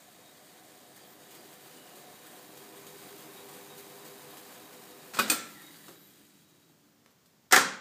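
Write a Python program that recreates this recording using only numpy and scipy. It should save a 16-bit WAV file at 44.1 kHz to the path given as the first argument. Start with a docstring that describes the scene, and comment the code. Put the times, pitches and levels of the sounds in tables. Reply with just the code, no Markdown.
"""Tape deck winding to a stop

A reel-to-reel deck fast-winds in a living room: the reels churn the air, the motors hum, the tape
hisses over a roller. The brake solenoid clunks, a metal lever snaps home, and the reels slow down
with a thin squeal. Once they stand still, the pinch roller slams in with a loud double clunk."""
import sys
import numpy as np
from scipy import signal
from scipy.fft import rfft, irfft
from scipy.io import wavfile
from scipy.ndimage import uniform_filter1d, map_coordinates

SR = 44100
rng = np.random.default_rng(int(sys.argv[2]) if len(sys.argv) > 2 else 0)


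def wav_record(signal):
    """Record a signal, one row per channel, as 16-bit PCM in the file named by sys.argv[1]."""
    frames = np.transpose(np.atleast_2d(signal))
    bounded = np.clip(frames, -1, 1)
    # unit amplitude maps onto the largest positive 16-bit level
    quanta = np.round(bounded * 32767).astype(np.int16)
    wavfile.write(sys.argv[1], SR, quanta)


N = 344376
T = np.arange(N) / SR

BRAKE_S, GRIP_S, STOP_S = 5.3, 0.21, 7.06  # brakes come on, time they take to grip, reels stand still
REEL_HZ, ROLLER_HZ = 5.95, 54.4  # turns per second at full speed
LN_1000 = np.log(1000)  # a decay of 60 dB

# Noise colours of churned air, rubbing tape, its fine top and the room (frequency [Hz], level [dB])
WHIR_SPECTRUM = [(40, -47), (80, -38), (150, -4.5), (250, -2), (430, -4.5), (590, -1.5), (800, -3),
                 (1150, -7.5), (1370, -16), (1700, -10.5), (2300, -13), (4000, -18.5)]
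RUB_SPECTRUM = [(500, -26), (1350, 1), (1700, -1.5), (2350, -1), (2650, -4), (3000, -1), (4600, -0.5),
                (5450, -6), (7000, -1), (8800, -1), (9800, -8), (15000, -4.5)]
FINE_HISS_SPECTRUM = [(3000, -31), (7000, -25), (10000, -7.5), (12000, -1.5), (13500, -3.5), (14700, -.5),
                      (15300, -4.5)]
ROOM_TONE_SPECTRUM = [(30, -27), (55, -24.5), (100, -4.5), (160, -1), (250, -0.5), (350, -6.5), (550, -9.5),
                      (1200, -13.5), (2500, -18), (4500, -18), (7000, -18), (10000, -25.5), (13000, -22),
                      (15200, -18.5)]
# Resonances of reels and front plate, tape path, motor bearings and chassis
# (frequency [Hz], width [Hz], level [dB])
REEL_MODES = [(145.5, 3.7, -5.5), (312.8, 9.2, 2.5), (367, 20, 0), (409, 16, -2.5), (820, 79, -3.5),
              (924, 34, -8), (994, 56, -4), (1237, 62, -5), (1490, 110, -5.5), (1740, 140, -7.5)]
TAPE_MODES = [(1790, 130, 2.5), (1986, 60, -2.5), (2425, 90, 1), (2960, 100, -1), (3270, 100, 4.5),
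              (4680, 340, 6), (4950, 100, -13), (6700, 450, 5.5), (8340, 220, -0.5), (8740, 200, 5)]
BEARING_MODES = [(594, 47, -6), (634, 28, -2.5), (720, 19, 3.5), (743, 21, -1), (1063, 110, -3.5),
                 (1710, 45, -9)]
CHASSIS_MODES = [(68, 8, -12), (160, 6.6, 5.5), (196.5, 4.2, 6), (289, 7.5, 6.5)]
# Mains harmonics in the motors
# (frequency [Hz], level [dB], once-a-turn throb [depth], twice-a-turn throb [depth])
HUM_HARMONICS = [(101, -23, 0, 0), (307, -16, 0, 0), (399.6, 2, 0.4, 0.39), (497, 2, 0.74, .1)]
# The tape edge brushes a reel flange (time [s], level [dB], decay [s])
BRUSHES = [(.961, -52.5, 0.051), (1.308, -51.5, 0.038), (1.35, -57, 0.023), (1.408, -56, 0.018),
           (1.957, -51.5, 0.045), (2.262, -52.5, .06), (2.355, -60, .025), (2.57, -52, .025),
           (2.867, -47, 0.041), (3.19, -53, .06), (3.485, -45.5, 0.029), (3.78, -47.5, 0.05),
           (4.05, -50, 0.083), (4.37, -50, .04)]
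# Hits of solenoid, lever and pinch roller, ticks of the slowing transport, jolts of the chassis
# (time [s], level [dB], brightness [dB/octave], chatter t60 [s])
SOLENOID_HITS = [(5.1355, -36.5, 0.8, 0.1), (5.144, -37.5, 2.5, 0.17), (5.1685, -32.5, 0, 0.11),
                 (5.1865, -21, 0, 0.025), (5.1893, -16, 2, 0.041), (5.196, -18, 0, 0.055)]
LEVER_HITS = [(5.279, -35, -1.8, 0.17), (5.2992, -14, 1, 0.042), (5.303, -24, 0.3, 0.039),
              (5.315, -22, -1.5, 0.083)]
PINCH_HITS = [(7.5107, -29, -1, 0.11), (7.523, -8.5, 2.5, 0.048), (7.5285, -8.5, -2.5, 0.024),
              (7.534, -10.5, -1, 0.036), (7.5432, -12, -1.5, 0.031), (7.5585, -14.5, -1.5, 0.073),
              (7.5622, -7, 0, 0.024), (7.575, -16, -3.5, 0.061)]
KNOCKS = [(5.881, -44, 1, 0.083), (5.902, -55, -4, 0.15), (7.0605, -44, -0.5, 0.012), (7.105, -62, 4, .06),
          (7.258, -57.5, 4.5, 0.055), (7.359, -68, -2.2, .02)]
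BUMPS = [(1.31, -58, 4, 0.22), (1.392, -50.5, 2, 0.15), (1.75, -53.5, -2, .3), (1.94, -50.5, 4, 0.21),
         (5.884, -42.5, 1.5, 0.085), (5.905, -51, -4, 0.1), (6.16, -60, -10.5, 0.48), (6.695, -55, 3, .05)]
# The ring of each struck part (frequency [Hz], level [dB], t60 [s])
SOLENOID_MODES = [(479, -13, 0.13), (913, -1, 0.12), (1110, -0.5, .09), (1240, 10.5, 0.049),
                  (1343, -1.5, 0.097), (1484, 0, .14), (1610, -1, 0.13), (2457, 5.5, 0.08),
                  (2490, -3.5, 0.18), (2900, -8, 0.21), (4600, -12.5, .12), (4770, -12, .12)]
LEVER_MODES = [(306, -4.5, 0.21), (1350, -9.5, 0.67), (1755, -15, 0.58), (2330, -13, 0.3),
               (2514, 6.5, 0.087), (4280, -4, 0.11), (4510, 1.5, 0.12), (6108, -15, .35), (6200, -6, .12),
               (7040, -4, 0.14), (8580, 11, 0.054), (8720, -4, 0.32), (8900, -8, .09)]
PINCH_MODES = [(394, -7.5, 0.16), (531, -17.5, 0.49), (752, -0.5, 0.12), (1180, -10.5, 0.24),
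               (1358, -3.5, 0.22), (1440, -6, 0.27), (1685, 5, 0.11), (1833, 3.5, 0.09), (1990, 3.5, 0.083),
               (2060, -5, 0.17), (2235, -4.5, 0.11), (4840, -11, 0.14)]
# The dense body colour of each struck part (frequency [Hz], level [dB])
SOLENOID_BODY = [(25, -57.5), (50, -37.5), (110, -11.5), (210, 4), (330, -4), (520, -2), (700, -2.5),
                 (920, -4), (1300, 2), (1600, -1), (1800, -4), (2500, -6.5), (3500, -7.5), (4700, -6.5),
                 (6000, -12.5), (8000, -10), (10000, -19.5), (13500, -17.5), (15000, -22.5)]
LEVER_BODY = [(25, -64.5), (50, -38), (120, -8.5), (230, -3.5), (500, -1.5), (700, -2.5), (1000, -2),
              (1400, 0), (2100, -2.5), (2600, -1.5), (3400, -3), (4500, -2), (5400, -4.5), (8800, 0),
              (9600, -8), (15000, -5.5)]
PINCH_BODY = [(25, -72), (50, -46), (90, -28.5), (150, -20), (220, -10), (400, -6.5), (530, -7), (630, -13),
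              (1000, -3), (1400, 2.5), (1700, 1), (2100, -2.5), (2700, -7), (4200, -5), (6000, -6.5),
              (8400, -7), (9500, -15), (15000, -19.5)]
CHASSIS_BODY = [(30, -43), (70, -23), (150, -12), (250, -3), (340, 3), (450, -3), (700, -10), (1500, -47),
                (5000, -57)]
# Flare-ups of the roller whine and of the bearing tone (time [s], length [s], boost [dB])
WHINE_FLARES = [(.17, 0.17, 9), (1.42, .22, 1), (2.02, 0.3, 6), (3.26, 0.21, 7), (3.64, 0.14, 6),
                (4.61, 0.12, 6), (4.84, .15, 4.5), (5.58, 0.18, 9.5), (6.42, 0.42, 4)]
BEARING_FLARES = [(0, .2, 0), (.62, 0.3, 2), (1.9, 0.3, 6), (2.27, 0.13, 8.5), (3.45, 0.098, 8.5),
                  (4.02, 0.17, 6), (4.27, 0.15, 7.5)]
# Squeaks and thin swishes of the tape edge, chirps of the brakes; a negative sag rises
# (time [s], length [s], starting pitch [Hz], sag [octaves/s], level [dB])
SQUEAKS = [(.96, 0.11, 5050, 1.5, -66), (1.31, .13, 4500, -1.5, -69), (1.62, 0.097, 4500, -.8, -71),
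           (1.68, 0.33, 3080, 0.5, -65)]
SWISHES = [(1.04, 0.15, 14400, .7, -63), (5.93, 0.22, 13900, .7, -62)]
BRAKE_CHIRPS = [(5.41, .07, 2460, 0, -55), (5.49, 0.18, 2100, 1.5, -59.5), (5.62, 0.13, 2160, 1.2, -62),
                (5.74, 0.23, 1964, .7, -67)]
# The listener leans in to the keys and backs away (time [s], distance [m])
LISTENER_PATH = [(0, 0.63), (1.15, 0.51), (1.5, 0.42), (2.2, 0.4), (2.8, 0.32), (3.6, 0.29), (4.4, 0.32),
                 (5.1, 0.36), (5.9, 0.39), (6.08, 0.61), (6.3, 0.74)]
# Living-room reverb by band (frequency [Hz], t60 [s], wet over dry [dB])
REVERB_BANDS = [(80.5, 0.75, 1), (300, 0.53, -0.5), (1000, 0.54, -3), (2000, 0.55, -2.5), (4000, 0.48, -2),
                (8000, 0.36, -3), (15100, 0.17, 1.5)]


def reels(air_db=-0.5, ring_db=-3.5, flutter_db=1.15):
    """The spokes churn the air and shake the flanges and the front plate."""
    air = floor_bounce(colour(noise(), WHIR_SPECTRUM)) * undb(flutter_db * wander(21.99))
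    ring = swelling_modes(noise(), REEL_MODES, swell_db=2, rate_hz=13)
    gain = running_gain(-54, speed_power=1.8, distance_power=1.39)
    return gain * (undb(air_db) * air + undb(ring_db) * ring)


def tape(ring_db=-8, throb_depth=0.063, flicker_db=1.0, grain_db=2):
    """Tape rubs over the guides, throbbing with each roller turn; its edge brushes a flange at times."""
    turn = phase_of(ROLLER_HZ * speed())
    throb = 1 + throb_depth * (np.sin(turn) + 0.36 * np.sin(2 * turn))
    pressure = throb * undb(flicker_db * wander(25) + grain_db * wander(2500))
    ring = swelling_modes(noise() * pressure, TAPE_MODES, swell_db=3, rate_hz=11)
    rub = unit(colour(noise() * pressure, RUB_SPECTRUM) + undb(ring_db) * ring)
    hiss = colour(noise() * pressure, FINE_HISS_SPECTRUM)
    brushes = sum(undb(db) * (T > s) * np.exp(-np.abs(T - s) / decay_s) for s, db, decay_s in BRUSHES)
    rub_gain = running_gain(-55, speed_power=1.0, distance_power=0.64, braking_db=2.5)
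    hiss_gain = running_gain(-58, speed_power=0.9, distance_power=1.56, braking_db=4.5)
    return rub * np.hypot(rub_gain, undb(-1) * brushes) + hiss * np.hypot(hiss_gain, undb(-5) * brushes)


def motors():
    """The motors hum while they pull, the bearings sing, and the chassis rumbles more under braking."""
    bearings = resonate(colour(noise(), WHIR_SPECTRUM), BEARING_MODES) * undb(flare_db(BEARING_FLARES))
    rumble = resonate(colour(noise(), CHASSIS_BODY), CHASSIS_MODES)
    hum = mains_hum() * (1 - braking())
    return (hum * running_gain(-57.5, speed_power=0, distance_power=2.2)
            + bearings * running_gain(-64, speed_power=2.0, distance_power=0.091, braking_db=-9)
            + rumble * running_gain(-68, speed_power=0.3, distance_power=0.8, braking_db=9))


def mains_hum(waver_db=2.5, drift_rad=0.27):
    """Mains harmonics that throb as the reel motors turn; rms 1."""
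    turn = phase_of(REEL_HZ * speed())
    hum = 0
    for hz, db, once, twice in HUM_HARMONICS:
        angle = turn + 2 * np.pi * rng.random()
        throb = 1 + once * np.sin(angle) + twice * np.sin(2 * angle)
        gain = throb * undb(db + waver_db * wander(2.99))
        hum += gain * np.sin(2 * np.pi * hz * T + drift_rad * wander(10))
    return unit(hum)


def transport():
    """The mechanism's hits: solenoid clunk, lever snap, ticks, jolts from the reels, pinch roller slam."""
    solenoid = strike(SOLENOID_HITS, SOLENOID_BODY, SOLENOID_MODES, ring_db=-11, rise_s=0.0013)
    lever = strike(LEVER_HITS, LEVER_BODY, LEVER_MODES, ring_db=-12, rise_s=0.00019, soft_touch=1.6)
    knocks = strike(KNOCKS, SOLENOID_BODY, rise_s=0.00043)
    bumps = strike(BUMPS, CHASSIS_BODY, rise_s=0.0024)
    pinch = strike(PINCH_HITS, PINCH_BODY, PINCH_MODES, ring_db=-13, rise_s=0.00077)
    return undb(-2) * (solenoid + lever + knocks + bumps + pinch)


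def strike(hits, body, modes=(), *, rise_s, ring_db=0, detune=0.79, soft_touch=0.37):
    """Each hit is a short chatter of contacts echoing in the room; the part's modes ring beneath it."""
    crack, ring = np.zeros((2, N + SR))
    t = T[:SR]
    hardest_db = max(hit[1] for hit in hits)
    for start_s, db, tilt_db, chatter_t60 in hits:
        span = slice(int(start_s * SR), int(start_s * SR) + SR)
        attack = undb(db) * (1 - np.exp(-t / rise_s))
        chatter = attack * rng.standard_normal(SR) * decay(t, chatter_t60)
        # each hit sounds from its own spot, with its own reflections
        crack[span] += reverb(signal.fftconvolve(chatter, body_response(body, tilt_db))[:SR])
        # light touches barely set the part ringing
        push = attack * undb(soft_touch * (db - hardest_db))
        for hz, mode_db, t60 in modes:
            width_hz = LN_1000 / (np.pi * t60)
            shifted_hz = hz + detune * width_hz * rng.standard_normal()  # the contact detunes the mode
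            tone = np.sin(2 * np.pi * (shifted_hz * t + rng.random()))
            ring[span] += push * undb(mode_db) * tone * decay(t, t60)
    return crack[:N] + undb(ring_db) * ring[:N]


def body_response(spectrum, tilt_db, size=2048):
    """A part's impulse response, tilted by tilt_db an octave above 200 Hz; unit energy."""
    hz = np.fft.rfftfreq(size, 1 / SR)
    db = on_log_axis(hz, spectrum) + tilt_db * np.log2(np.maximum(hz, 200) / 2000)
    # folding the cepstrum gives minimum phase, which keeps the attack sharp
    cepstrum = irfft(np.log(undb(db)))
    cepstrum[1:size // 2] *= 2
    cepstrum[size // 2 + 1:] = 0
    response = irfft(np.exp(rfft(cepstrum)))
    return response / np.linalg.norm(response)


def roller_whine(centre_hz=3850, full_split_hz=80, least_speed=0.19):
    """Tape sticks and slips on a roller; spin splits the whine into two tones that close as it slows."""
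    slipping = uniform_filter1d(1.0 * (speed() > least_speed), size=1024)
    split_hz = full_split_hz * speed()
    lower = squeal(centre_hz - split_hz, width_hz=36) * undb(flare_db(WHINE_FLARES))
    upper = squeal(centre_hz + split_hz, width_hz=33) * undb(-4 + 5 * braking())
    gain = slipping * running_gain(-70, speed_power=0.44, distance_power=1.0, braking_db=1.5)
    return gain * (lower + upper)


def slips(events, width_hz):
    """Short stick-slip of tape edge or brakes: each squeal swells and fades along its pitch glide."""
    sound = 0
    for start_s, length_s, hz, sag, db in events:
        age = np.clip(T - start_s, 0, length_s)
        swell = undb(db) * np.sin(np.pi * age / length_s)
        sound += swell * squeal(hz * 2 ** (-sag * age), width_hz)
    return sound


def squeal(hz, width_hz):
    """An unsteady friction tone, rougher the wider it is; rms 1."""
    phase = phase_of(hz)
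    return unit(wander(2 * width_hz) * np.sin(phase) + wander(2 * width_hz) * np.cos(phase))


def floor_bounce(x, height_m=0.246, bounce_db=-12.5):
    """The wooden floor's reflection lags more as the listener nears, so its notch slides down; rms 1."""
    direct_m = distance()
    lag_s = (np.hypot(direct_m, 2 * height_m) - direct_m) / 343
    reflection = map_coordinates(x, [(T - lag_s) * SR], mode="mirror")
    return unit(x + undb(bounce_db) * reflection)


def reverb(x, build_s=0.0024):
    """Reflections from floor and furniture thicken into a tail whose treble dies first."""
    hz, t = np.fft.rfftfreq(SR, 1 / SR), T[:SR]
    centres_hz = np.array(REVERB_BANDS)[:, 0]
    scatter = rfft(rng.standard_normal(SR))
    tail = 0
    for (_, t60, wet_db), share in zip(REVERB_BANDS, np.eye(len(REVERB_BANDS))):
        fade = decay(t, t60) * (1 - np.exp(-(t / build_s) ** 2))
        band = irfft(scatter * on_log_axis(hz, np.c_[centres_hz, share]), SR)
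        tail += undb(wet_db) * band * fade / np.linalg.norm(fade)
    return x + signal.fftconvolve(x, tail)[:len(x)]


def room_tone(level_db=-65):
    """The faint, steady bed of the living room."""
    return colour(noise(), ROOM_TONE_SPECTRUM) * undb(level_db)


def speed():
    """Reel speed as a share of full speed; it falls evenly under the brakes."""
    return np.clip((STOP_S - T) / (STOP_S - BRAKE_S), 0, 1)


def braking():
    """Grip of the brakes: 0 while the motors pull, 1 once they hold."""
    return np.clip((T - BRAKE_S) / GRIP_S, 0, 1)


def distance():
    """Metres from deck to listener at each sample."""
    return np.interp(T, *np.transpose(LISTENER_PATH))


def running_gain(db, speed_power, distance_power, braking_db=0, reference_m=0.3):
    """A running part's fader: it follows speed and nearness, and shifts as the brakes grip."""
    nearness = reference_m / distance()
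    return undb(db + braking_db * braking()) * speed() ** speed_power * nearness ** distance_power


def flare_db(events):
    """Arched boosts in dB for a friction tone."""
    return sum(db * np.sin(np.pi * np.clip((T - s) / length_s, 0, 1)) for s, length_s, db in events)


def swelling_modes(x, modes, swell_db, rate_hz):
    """Resonances that each swell and fade on their own; rms 1."""
    return unit(sum(resonate(x, [(hz, width, 0)]) * undb(db + swell_db * wander(rate_hz))
                    for hz, width, db in modes))


def resonate(x, modes):
    """Drive a bank of resonances; rms 1."""
    return unit(sum(undb(db) * unit(signal.lfilter(*signal.iirpeak(hz, hz / width, SR), x))
                    for hz, width, db in modes))


def colour(x, spectrum):
    """EQ a steady sound with a spectrum; rms 1."""
    gain = undb(on_log_axis(np.fft.rfftfreq(N, 1 / SR), spectrum))
    return unit(irfft(rfft(x) * gain, N))


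def on_log_axis(hz, points):
    """Read a curve of (frequency [Hz], value) points along a log frequency axis."""
    points_hz, values = np.transpose(points)
    return np.interp(np.log(hz + 1), np.log(points_hz), values)


def wander(rate_hz):
    """Random modulation that glides to a new value rate_hz times a second; rms 1."""
    hold = max(int(SR / rate_hz), 1)
    return unit(uniform_filter1d(noise()[np.arange(N) // hold], hold))


def noise():
    """White noise."""
    return rng.standard_normal(N)


def phase_of(hz):
    """Running phase in radians of a changing frequency."""
    return 2 * np.pi * np.cumsum(hz) / SR


def decay(t, t60):
    """An envelope that falls 60 dB in t60 seconds."""
    return np.exp(-LN_1000 * t / t60)


def undb(db):
    """Decibels to gain."""
    return 10 ** (np.asarray(db) / 20)


def unit(x):
    """Scale to rms 1."""
    return x / np.sqrt(np.mean(x ** 2))


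def scene():
    """The winding deck, its squeals and its clunks over the room tone, in mono."""
    winding = reels() + motors() + tape() + roller_whine()
    tape_edge = slips(SQUEAKS, width_hz=120) + slips(SWISHES, width_hz=1100)
    brakes = slips(BRAKE_CHIRPS, width_hz=130)
    return (winding + tape_edge + brakes + transport() + room_tone())[None]


def record(dry, top_hz=15300):
    """Soft-clip the loudest peaks and cut the top steeply."""
    low_pass = signal.ellip(12, 0.1, 80, top_hz, fs=SR, output="sos")
    return signal.sosfilt(low_pass, np.tanh(dry))


dry = scene()
out = record(dry)
wav_record(out)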